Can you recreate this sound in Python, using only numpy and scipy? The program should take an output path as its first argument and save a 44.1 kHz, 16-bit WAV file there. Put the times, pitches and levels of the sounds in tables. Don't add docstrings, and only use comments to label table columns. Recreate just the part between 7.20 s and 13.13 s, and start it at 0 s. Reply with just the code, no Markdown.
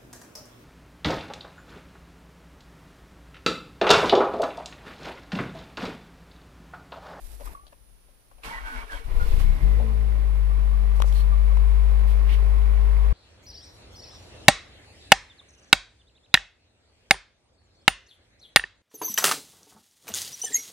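import sys
import numpy as np
from scipy import signal
from scipy.fft import rfft, irfft, next_fast_len
from scipy.io import wavfile

SR = 44100
rng = np.random.default_rng(int(sys.argv[2]) if len(sys.argv) > 2 else 0)


def gain_from_db(level_db):
    decades = np.asarray(level_db, float) / 20
    return 10 ** decades


def persist_wave(psi):
    counts = np.round(np.clip(psi, -1, 1) * 32767).astype(np.int16)
    wavfile.write(sys.argv[1], SR, np.atleast_2d(counts).T)


N = 261511
SIZE = next_fast_len(N + SR // 2)
TIME = np.arange(N) / SR
HZ = np.fft.rfftfreq(SIZE, 1 / SR) + 1e-3

# (frequency [Hz], density [dB per Hz])
AIRY_HISS = [(1470, -13), (2500, 3.5), (3210, -3.5), (3440, -2), (4800, -8), (5350, -9.5), (6550, -15),
             (12000, -10), (14700, -11), (16000, -17)]


def crank():
    # (time [s], speed [firings per s])
    speed = [(1.84, 17.5), (1.99, 19), (2.05, 16.3), (2.125, 17), (2.15, 27), (2.25, 32), (2.32, 33),
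             (2.4, 42), (2.48, 49.5), (2.62, 55.1), (2.8, 54), (3.0, 52.1), (3.15, 50.8), (3.35, 50.1),
             (3.6, 49.5), (3.85, 49.4), (4.1, 49.6), (4.7, 50.8), (5.3, 51.5), (5.76, 51.6)]
    rate = np.interp(TIME, *np.transpose(speed))
    turn = 2 * np.pi * np.cumsum(rate) / SR
    turn = turn - turn[round(1.911 * SR)]
    uneven = np.exp(-np.maximum(TIME - 2.28, 0) / 0.27)
    first_firing = np.clip((TIME - speed[0][0]) / .04, 0, 1) ** 2
    return rate, turn, uneven, first_firing


def firing_orders(rate, turn, uneven, tone_db, warm_db):
    # (multiple of firing rate, level when even [dB], gain when uneven [dB], wander [dB])
    low_orders = [(2.0, -39.5, 8, 0), (3.0, -46.5, 14, -0.2), (4.0, -63, 20.5, 1.5), (.5, -53, -16, 3),
                  (1.5, -73, 28, 12)]
    # (multiple of firing rate, level [dB rms])
    upper_orders = [(4.5, -64.5), (5, -61), (5.5, -66), (6, -57.5), (6.5, -69), (7, -64), (7.5, -74),
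                    (8, -59.5), (8.5, -67), (9, -60.5), (9.5, -68), (10, -66), (10.5, -67), (11, -60.5),
                    (12, -85), (13, -62), (14.5, -63), (15, -61), (18, -62), (19.5, -58), (21, -63.5),
                    (21.5, -65)]
    # (frequency [Hz], width [Hz], level [dB])
    boom = [(98.7, 5.2, -19), (135.2, 6.3, 9), (155.84, 2.47, -16), (165, 8.8, -6), (202, 1.8, -6),
            (219.6, 13.4, 14.5)]
    # (frequency [Hz], width [Hz], level [dB])
    cabin = [(268.5, 12, 6), (412, 11, 7), (441, 21, 8.5)]
    full_firing_db, slowest_hz = -17, 50.45
    upper_db = -6.5 + 1.0 * np.maximum(rate - slowest_hz, 0) + 1.44 * warm_db
    flare_db = np.maximum(held(2.38, 0.39, 5.6, rise=60, fall=36), 0)

    orders = [(0.99, tone_db, 0.051)]   # (order, level dB, wander dB)
    for k, db, gain_db, wander_db in low_orders:
        level_db = db + (gain_db + tone_db - full_firing_db) * uneven + humps(boom, k * rate)
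        if k == 3:
            level_db = level_db + 0.73 * warm_db
        if k % 1 == 0:
            wander_db = wander_db + 2 * uneven
        orders.append((k, level_db, wander_db))
    for k, db in upper_orders:
        if k < 8:
            effort_db = 8.5 * uneven - 1.5
        else:
            effort_db = upper_db + flare_db * (k < 10)
        orders.append((k, db + effort_db + humps(cabin, k * rate), 1.6 + .3 * flare_db))

    tones = 0
    for k, db, wander_db in orders:
        start = rng.uniform(0, 2 * np.pi) * (k > 4)
        lean = .9 * (k - 1) * uneven
        sway = .012 * k * drift(9)
        tones = tones + gain_from_db(db + wander_db * drift(14)) * np.cos(k * turn + start - lean + sway)
    return np.sqrt(2) * tones


def block_noise(turn, body_db, throb_db):
    # (frequency [Hz], density [dB per Hz])
    block_body = [(100, -6), (170, -9), (206, -16), (300, -12), (613, -12.5), (864, -13), (1080, -10.5),
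                  (1310, -14), (2110, -22), (6000, -39), (7800, -57), (13200, -120)]
    # (frequency [Hz], width [Hz], level [dB])
    panels = [(410, 160, 0), (1000, 32, 3), (1927, 15, 8.5), (2184, 580, 7)]
    # (frequency [Hz], width [Hz], throb [dB],
    # (time [s], length [s], level [dB], rise [dB per s], fall [dB per s]))
    barks = [(318, 200, 3.3, (2.1, 0.03, -48.5, 250, 63)), (469, 52, 2.5, (2.0, 0.14, -52.5, 200, 150)),
             (460, 60, 2.5, (2, 0, -51, 200, 200)), (470, 90, 2.5, (2.5, 0.1, -48, 200, 150)),
             (2050, 200, 1.5, (2.5, -0.42, -50, 60, 100))]
    noise = pair(at_hz(block_body) + humps(panels), grain_db=2.5)
    body = gain_from_db(body_db + throb_db + 0.21 * drift(25)) * noise
    for hz, width, pulse_db, shape in barks:
        air = rng.standard_normal(N)
        bark = rms_one(resonate(resonate(air, hz, width), hz, width))
        body = body + gain_from_db(held(*shape) + pulse_db * np.cos(turn)) * bark
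    return body


def alternator():
    # (time [s], frequency [Hz], level [dB])
    slot_whine = [(2.9, 1078, -67), (3.3, 1144, -57.5), (4.2, 1156, -54.5), (4.45, 1086, -58.5),
                  (5.2, 1087, -56), (5.95, 1105, -57.5)]
    return flutter(slot_whine, rough_db=4.0, wobble=0.01217)


def engine():
    # (time [s], strength of firings [dB], air drawn in [dB])
    effort = [(1.84, -34, -56.5), (1.922, -21, -55), (1.97, -16.5, -52), (2.008, -15, -50),
              (2.065, -19, -47.5), (2.12, -12, -47.5), (2.188, -18.5, -48.5), (2.304, -14, -53),
              (2.4, -29, -53), (2.44, -15, -53), (2.56, -16.5, -54.5), (2.64, -21.5, -55.5),
              (2.8, -19.5, -57), (3.15, -19, -58), (3.73, -17.5, -57.5), (4.4, -15.5, -56),
              (5.06, -16.5, -55.5), (5.86, -16.5, -56.5)]
    rate, turn, uneven, first_firing = crank()
    tone_db, air_db = in_time(effort)
    idle_air_db = -60.5
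    warm_db = 1.24 * np.maximum(TIME - 3.1, 0)
    release_db = held(2.2, .015, 5.5, rise=350, fall=140)
    hiss_db = air_db + np.maximum(release_db, 0)
    body_db = -48 + 0.4 * (hiss_db - idle_air_db) + warm_db
    throb_db = 1.6 * np.cos(turn) + .6 * np.cos(turn / 2)

    tones = firing_orders(rate, turn, uneven, tone_db, warm_db)
    body = block_noise(turn, body_db, throb_db)
    hiss_gain = gain_from_db(hiss_db - 1.5 + 0.069 * throb_db + 0.19 * drift(42))
    hiss = hiss_gain * pair(at_hz(AIRY_HISS) + band(2900, 12600))
    return (tones + body) * first_firing + hiss + alternator()


def body_kicks():
    # (time [s], peak level [dB], ring [Hz], decay t60 [s])
    kick_rows = [(1.85, -15.5, 22.5, 0.35), (2.022, -19, 47.5, 0.37), (2.139, -20, 45, 0.18),
                 (1.868, -27, 24, .2), (2.012, -30, 95, 0.1), (2.1, -30.5, 40, .15), (2.13, -33, 95, .1),
                 (1.93, -39, 140, 0.09), (2.03, -32, 131, 0.1), (2.06, -29, 40, .15), (2.2, -35, 130, .12),
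                 (2.279, -30, 90, .12)]
    out = 0
    for s, db, hz, t60 in kick_rows:
        t = np.maximum(TIME - s, 0)
        push = np.minimum(4 * hz * t, 1)
        out = out - gain_from_db(db - 60 * t / t60) * np.sin(2 * np.pi * hz * t) * push
    return out


def starter_grind():
    # (time [s], length [s], grind level [dB], swell [dB per s])
    strokes = [
        (1.248, 0.15, -40, -14),
        (1.47, .12, -47, 57),
        (1.72, 0.049, -43.5, 12),
    ]
    # (frequency [Hz], density [dB per Hz])
    grind_colour = [(130, -53), (225, -8), (446, -12), (501, -18), (564, -5.5), (926, -4.5), (1340, -1),
                    (1480, -0.5), (5000, -26.5), (6500, -28), (11000, -120)]
    # (frequency [Hz], width [Hz], level [dB])
    housing = [(456, 15, 15), (919, 18, 11), (1090, 21, 10), (1970, 24, 8), (2255, 27, 14.5), (2840, 90, 8),
               (3210, 55, 11)]
    grind_gain = hiss_gain = 0
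    for k, (s, length, db, swell) in enumerate(strokes):
        into = np.clip(TIME - s, 0, length)
        rise = 400 if k else 900
        level_db = held(s, length, db, rise, fall=162) + swell * into
        grind_gain = grind_gain + gain_from_db(level_db)
        hiss_gain = hiss_gain + gain_from_db(level_db - 11 - 54 * into)
    grind_noise = pair(at_hz(grind_colour) + humps(housing), grain_db=0.5)
    hiss_noise = pair(at_hz(AIRY_HISS) + band(3300, 10400), grain_db=3.0)
    grind = grind_gain * gain_from_db(1.4 * drift(45.15)) * grind_noise
    hiss = hiss_gain * gain_from_db(5 + 1.0 * drift(40.6)) * hiss_noise
    return grind + hiss


def starter_whine():
    # (time [s], length [s], start frequency [Hz], end frequency [Hz], level [dB])
    whine = [(1.273, 0.085, 905, 935, -47.5), (1.325, 0.065, 1985, 1950, -45),
             (1.345, 0.041, 1075, 1100, -48.5), (1.35, 0.038, 1100, 1150, -49),
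             (1.385, 0.094, 2270, 2240, -58), (1.66, .05, 2280, 2260, -62),
             (1.443, 0.134, 1560, 1463, -43.5), (1.56, 0.07, 2290, 2290, -53.5),
             (1.535, .045, 1300, 1500, -47), (1.45, 0.117, 880, 930, -59), (1.59, 0.047, 1200, 1150, -54),
             (1.495, 0.095, 285, 230, -56.5), (2, 0.043, 1460, 1420, -39.5), (1.695, .05, 1710, 1580, -43),
             (1.72, .035, 1540, 1480, -49), (2.5, 0.049, 1300, 1380, -58), (2.24, .33, 2250, 1980, -59),
             (1.26, 0.064, 2250, 2230, -56.5), (1.36, .05, 1450, 1300, -59), (1.47, 0.098, 1150, 1100, -61),
             (1.73, 0.058, 2270, 2230, -57.5), (1.24, 0.039, 2850, 2780, -53.5),
             (1.72, 0.058, 3300, 3200, -59), (1.28, .03, 1600, 1420, -50), (1.55, .06, 2200, 1980, -54),
             (1.72, .06, 960, 1000, -55), (1.705, 0.053, 630, 560, -60), (1.62, 0.063, 450, 450, -62),
             (1.79, 0.045, 480, 440, -58), (1.57, .03, 950, 920, -50), (1.37, 0.032, 1740, 1900, -56),
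             (1.71, 0.085, 320, 270, -60.5)]
    in_s, out_s, edge_db = 0.013, 0.012, -18
    out = 0
    for s, length, from_hz, to_hz, db in whine:
        glide = [(s - in_s, from_hz, db + edge_db),
                 (s, from_hz, db),
                 (s + length, to_hz, db),
                 (s + length + out_s, to_hz, db + edge_db)]
        out = out + flutter(glide, rough_db=1.8, wobble=.014, twin=gain_from_db(-7))
    return out


def key_and_relays():
    # (time [s], peak level [dB], ring [Hz], crack over ring [dB], scrape t60 [s])
    click_rows = [(.199, -43, 520, -28, .05), (.207, -37, 550, -22, 0.099), (.232, -46, 950, -17, 0.037),
                  (.256, -43, 990, -15, 0.074), (.265, -40, 1030, -14, .04),
                  (.2735, -38.5, 1210, -9, 0.064), (.29, -47, 801, -10, .05), (.303, -47, 902, -10, .05),
                  (.333, -47, 620, -18, .04), (.3495, -44, 1160, -32, 0.037), (.434, -54, 657, -20, .044),
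                  (.5255, -47.5, 560, -12, 0.05), (.522, -54, 1700, -20, .03), (.529, -48, 1000, -6, 0.059),
                  (.884, -55, 586, -7, 0.058), (1.113, -49.5, 1090, -15, .06),
                  (1.115, -51.5, 560, -20, .06), (1.183, -49.5, 566, -7, 0.12),
                  (1.234, -40, 1110, 7.5, 0.044), (1.255, -39, 171, -30, 0.28),
                  (2.6, -30.5, 602, -60, 0.13), (2.619, -42, 623, -62, 0.024)]
    return clicks(click_rows, left_db=8.4, grip=0.12, crack_hz=2500, spread=0.21)


def bright_ticks():
    # (time [s], peak level [dB], ring [Hz], crack over ring [dB], scrape t60 [s])
    tick_rows = [
        (.208, -62, 900, 14, .01),
        (.2565, -55, 900, 18, .015),
        (.527, -68, 900, 10, .02),
        (3.8205, -46, 900, 17, 0.0067),
        (3.926, -62, 900, 14, .008),
    ]
    return clicks(tick_rows, left_db=3.0, grip=.5, crack_hz=12000, spread=.5)


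def latch():
    # (time [s], peak level [dB], ring [Hz], crack over ring [dB], scrape t60 [s])
    latch_rows = [
        (.467, -60.5, 650, 14.5, 0.046),
        (.478, -62, 656, 11, .04),
    ]
    return clicks(latch_rows, left_db=9.0, grip=.5, crack_hz=4180, spread=0.23)


def case_snaps():
    # (time [s], peak level [dB], ring [Hz], crack over ring [dB], scrape t60 [s])
    snap_rows = [(.467, -48.5, 656, -0.5, 0.13), (3.802, -21.5, 557, -8, 0.0044),
                 (3.8022, -26, 950, -43, 0.0034), (3.8055, -46, 697, 10, .004),
                 (3.8185, -42, 900, 15, 0.011), (3.8212, -15, 1120, -1, 0.0084),
                 (3.8315, -46, 900, 3, .006), (3.8428, -31.5, 510, -45, 0.006),
                 (3.8432, -36, 1350, -45, .006), (4.3715, -26, 980, -22, .006),
                 (4.372, -35, 2100, -30, .006), (3.9255, -36.5, 900, 7.5, 0.011)]
    return clicks(snap_rows, left_db=11.5, grip=0.65, crack_hz=3240, spread=.25, touch=-46, snap=4.9)


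def cloth_rubs():
    # (time [s], length [s], level [dB], bright level [dB])
    rubs = [
        [(0.0, 0.26, -61, -53.5), (.262, 0.057, -55, -56.5), (.33, 0.038, -67, -65)],
        [(3.764, 0.0083, -61, -57)],
        [(3.862, 0.034, -58, -56), (3.93, .02, -64, -60)],
        [(3.953, 0.012, -49.5, -53), (3.977, 0.015, -55, -52.5), (4.006, .004, -59, -60)],
        [(4.883, 0.038, -56.5, -55.5)],
        [(5.095, 0.016, -44.5, -55), (5.11, 0.025, -45.5, -56)],
    ]
    # (low edge [Hz], high edge [Hz], resonance [Hz], width [Hz], level [dB])
    cloths = [(243, 2600, 160, 820, 11), (2000, 6200, 12000, 900, 14.5), (3500, 7800, 6000, 1500, 1),
              (2400, 4600, 4230, 200, 11), (1762, 4500, 2400, 720, 7), (1318, 6000, 2320, 3000, 18.5)]
    bright = pair(at_hz(AIRY_HISS) + band(8700, 10800), grain_db=3.5)
    out = 0
    for strokes, (lo_hz, hi_hz, *mode) in zip(rubs, cloths):
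        cloth = pair(2 * band(lo_hz, hi_hz) + humps([mode]), grain_db=3.5)
        for s, length, body_db, bright_db in strokes:
            stroke = gain_from_db(held(s, length, 0, rise=598, fall=339))
            out = out + stroke * (gain_from_db(body_db + 1.0) * cloth + gain_from_db(bright_db - 3.5) * bright)
    return gain_from_db(1.4 * drift(60)) * out


def pedal_squeak():
    # (time [s], frequency [Hz], level [dB])
    squeak = [(.344, 1150, -52), (.354, 1150, -43), (.366, 1130, -62), (.377, 1120, -50), (.389, 1110, -62),
              (.398, 1130, -51), (.408, 1140, -68), (.416, 1150, -59), (.428, 1160, -68), (.44, 1170, -64),
              (.49, 1170, -72)]
    return flutter(squeak, rough_db=1.5, wobble=.008, attack_s=.008)


def seat_creak():
    # (time [s], frequency [Hz], level [dB])
    creak = [
        (5.085, 2834, -60),
        (5.105, 2710, -53),
        (5.125, 2175, -54),
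        (5.155, 1720, -52),
    ]
    return flutter(creak, rough_db=3.0, wobble=0.1)


def shake():
    # (frequency [Hz], density [dB per Hz])
    rumble_colour = [(10, -8), (18, -1), (34, 0), (52, -6), (75, -25), (110, -38), (300, -48), (1200, -95)]
    # (time [s], length [s], level [dB], rise [dB per s], fall [dB per s])
    jolts = [
        (0.0, 0.29, -50, 90, 90),
        (0.3, 0.017, -44, 69, 270),
        (0.382, 0.3, -57, 90, 9),
        (1.168, .005, -49, 289, 250),
        (1.276, .01, -43, 370, 112),
        (1.392, 0.013, -35.5, 220, 95),
        (1.558, 0.061, -34, 190, 120),
        (1.75, 0.053, -36, 120, 250),
        (1.943, 0.02, -36, 157, 60),
        (2.194, .55, -38, 58, 5.5),
    ]
    grips = [
        (0.0, 0.34, 17, 200, 200),
        (.4, 0.32, 8.7, 100, 100),
        (1.24, 0.076, 11, 299, 200),
        (1.97, 0.46, 20, 120, 60),
    ]
    rumble = pair(at_hz(rumble_colour))
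    above_60_hz = signal.butter(1, 60, "high", fs=SR, output="sos")
    knock = signal.sosfiltfilt(above_60_hz, rumble)
    jolt_gain = gain_from_db(np.max([held(*jolt) for jolt in jolts], axis=0))
    return jolt_gain * (rumble + sum(gain_from_db(held(*grip)) for grip in grips) * knock)


def clicks(contacts, left_db, grip, crack_hz, spread, touch=7, snap=0):
    # (multiple of ring frequency, width [Hz], level [dB])
    trim = [(.55, 196, 0.5), (1.0, 122, 15), (1.8, 292, -37), (2.7, 500, -50)]
    out = np.zeros((2, N))
    t = np.arange(SR // 5) / SR
    for s, db, hz, crack_db, t60 in contacts:
        t60 = max(t60, .003)
        scrape = rng.standard_normal((3, len(t))) * gain_from_db(-60 * t / t60)
        scrape[0, 0] = touch
        scrape[1:, 3] += snap
        damping = grip / t60
        ring = 0
        for k, width, mode_db in trim:
            ring = ring + gain_from_db(mode_db) * resonate(scrape[0], k * hz, width + damping)
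        if crack_db < -40:
            ring = resonate(ring, hz, hz)
        edge = gain_from_db(-32) * np.diff(scrape[1:], prepend=0)
        crack = resonate(scrape[1:], crack_hz, spread * crack_hz) + edge
        hit = ring / np.abs(ring).max() + gain_from_db(crack_db) * crack / np.abs(crack).max()
        i = round(s * SR)
        out[:, i:i + len(t)] += gain_from_db(db) * hit * gain_from_db([[left_db / 2], [-left_db / 2]])
    return out


def flutter(rows, rough_db, wobble, twin=0, attack_s=.027):
    s, hz, db = np.transpose(rows)
    on = slice(round(s[0] * SR), round(s[-1] * SR))
    t = TIME[on]
    swell = np.interp(t, [s[0], s[0] + attack_s, s[-1] - .015, s[-1]], [0, 1, 1, 0])
    pitch = np.interp(t, s, hz) * (1 + wobble * drift(140, t))
    turn = 2 * np.pi * np.cumsum(pitch) / SR
    level = gain_from_db(np.interp(t, s, db) + 6.5 + rough_db * drift(90, t))
    out = np.zeros(N)
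    out[on] = swell * level * (np.sin(turn) + twin * np.sin(.94 * turn))
    return out


def pair(colour_db, grain_db=0.):
    # (frequency [Hz], share common to both ports)
    likeness = [(40, 0.79), (400, 1), (900, 0.48), (1200, 0.46), (2000, 0.15), (5000, 0.039)]
    grain = gain_from_db(grain_db * np.minimum(rng.exponential(1, SIZE), 5))
    common, left, right = rfft(rng.standard_normal((3, SIZE)) * grain)
    alike = np.clip(at_hz(likeness), 0, 1)
    both = np.sqrt(alike) * common + np.sqrt(1 - alike) * np.array([left, right])
    return rms_one(irfft(both * gain_from_db(colour_db), SIZE)[:, :N])


def resonate(x, hz, width):
    r = np.exp(-np.pi * width / SR)
    poles = [1, -2 * r * np.cos(2 * np.pi * hz / SR), r * r]
    return signal.lfilter([(1 - r * r) / 2, 0, (r * r - 1) / 2], poles, x)


def held(s, length, db, rise, fall):
    return db - rise * np.maximum(s - TIME, 0) - fall * np.maximum(TIME - s - length, 0)


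def drift(rate, at=TIME):
    count = int(N * rate // SR + 2)
    return np.interp(at * rate, np.arange(count), rng.standard_normal(count)) * np.sqrt(3 / 2)


def in_time(rows):
    s, *columns = np.transpose(rows)
    return [np.interp(TIME, s, c, left=-120) for c in columns]


def at_hz(points):
    hz, value = np.transpose(points)
    return np.interp(np.log(HZ), np.log(hz), value)


def humps(modes, at=HZ):
    return sum(db / (1 + (2 * (at - hz) / width) ** 2) for hz, width, db in modes)


def band(lo_hz, hi_hz):
    return -10 * np.log10((1 + (lo_hz / HZ) ** 4) * (1 + (HZ / hi_hz) ** 8))


def rms_one(x):
    return x / np.sqrt(np.mean(x ** 2) + 1e-20)


def scene():
    car = engine() + body_kicks() + starter_grind() + starter_whine()
    contacts = key_and_relays() + bright_ticks() + latch() + case_snaps()
    return car + contacts + cloth_rubs() + pedal_squeak() + seat_creak() + shake()


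def microphone_ports(dry):
    # (frequency [Hz], left over right [dB])
    left_over_right = [(60, 11.0), (110, 5), (200, 3.5), (380, 0), (700, 1.5), (1290, -1), (2380, -6.5),
                       (4400, -8.5), (8120, -9), (15000, -20.5)]
    # (frequency [Hz], phase lead [radians])
    right_lead = [(50, 1), (130, 0.72), (330, -0.025), (600, -0.45), (1000, -1.1), (1500, 0.028),
                  (2500, -1.4)]
    ratio = gain_from_db(at_hz(left_over_right))
    even = 2 / (1 + ratio) / (1 + (15 / HZ) ** 2)
    left = even * ratio * np.exp(-2j * np.pi * HZ * 18 / SR)
    right = even * np.exp(1j * at_hz(right_lead))
    tail = SIZE - N
    after = dry[:, :-tail - 1:-1] * np.linspace(1, 0, tail) ** 4
    before = dry[:, tail:0:-1] * np.linspace(0, 1, tail) ** 4
    running_on = np.hstack([dry, after + before])
    return irfft(rfft(running_on, SIZE) * [left, right], SIZE)[:, :N]


def recorder_noise():
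    # (frequency [Hz], density [dB per Hz])
    self_noise = [(59, -22), (100, 8.5), (160, -1), (350, -2.5), (1680, -11.5), (5530, -15), (6020, -15.5),
                  (7770, -21), (9820, -7), (11600, -15), (16000, -17)]
    # (frequency [Hz], width [Hz], level [dB])
    right_port = [(5830, 250, 25), (9800, 1000, 15.5)]
    colour_db = at_hz(self_noise) + humps(right_port) * np.array([[-.75], [.25]])
    own = rfft(rng.standard_normal((2, SIZE))) * gain_from_db(colour_db)
    hiss = gain_from_db(-65 + 3.5) * rms_one(irfft(own, SIZE)[:, :N])
    whistle = gain_from_db(-66 + 2 * drift(14.0)) * np.sin(2 * np.pi * 9718 * TIME) * [[.1], [1]]
    return hiss + whistle


def soft_limit(x):
    knee, headroom = .4, .16
    over = np.maximum(np.abs(x) - knee, 0)
    return x - np.sign(x) * (over - headroom * np.tanh(over / headroom))


def top_cut(x):
    return signal.sosfilt(signal.butter(12, 15790, fs=SR, output="sos"), x)


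def record(dry):
    heard = soft_limit(microphone_ports(dry) + recorder_noise())
    heard = signal.sosfilt(signal.cheby2(12, 60, 16400, fs=SR, output="sos"), heard)
    heard = heard * np.clip((TIME[-1] - TIME) / .005, 0, 1)
    return top_cut(heard)


dry = scene()
out = record(dry)
persist_wave(out)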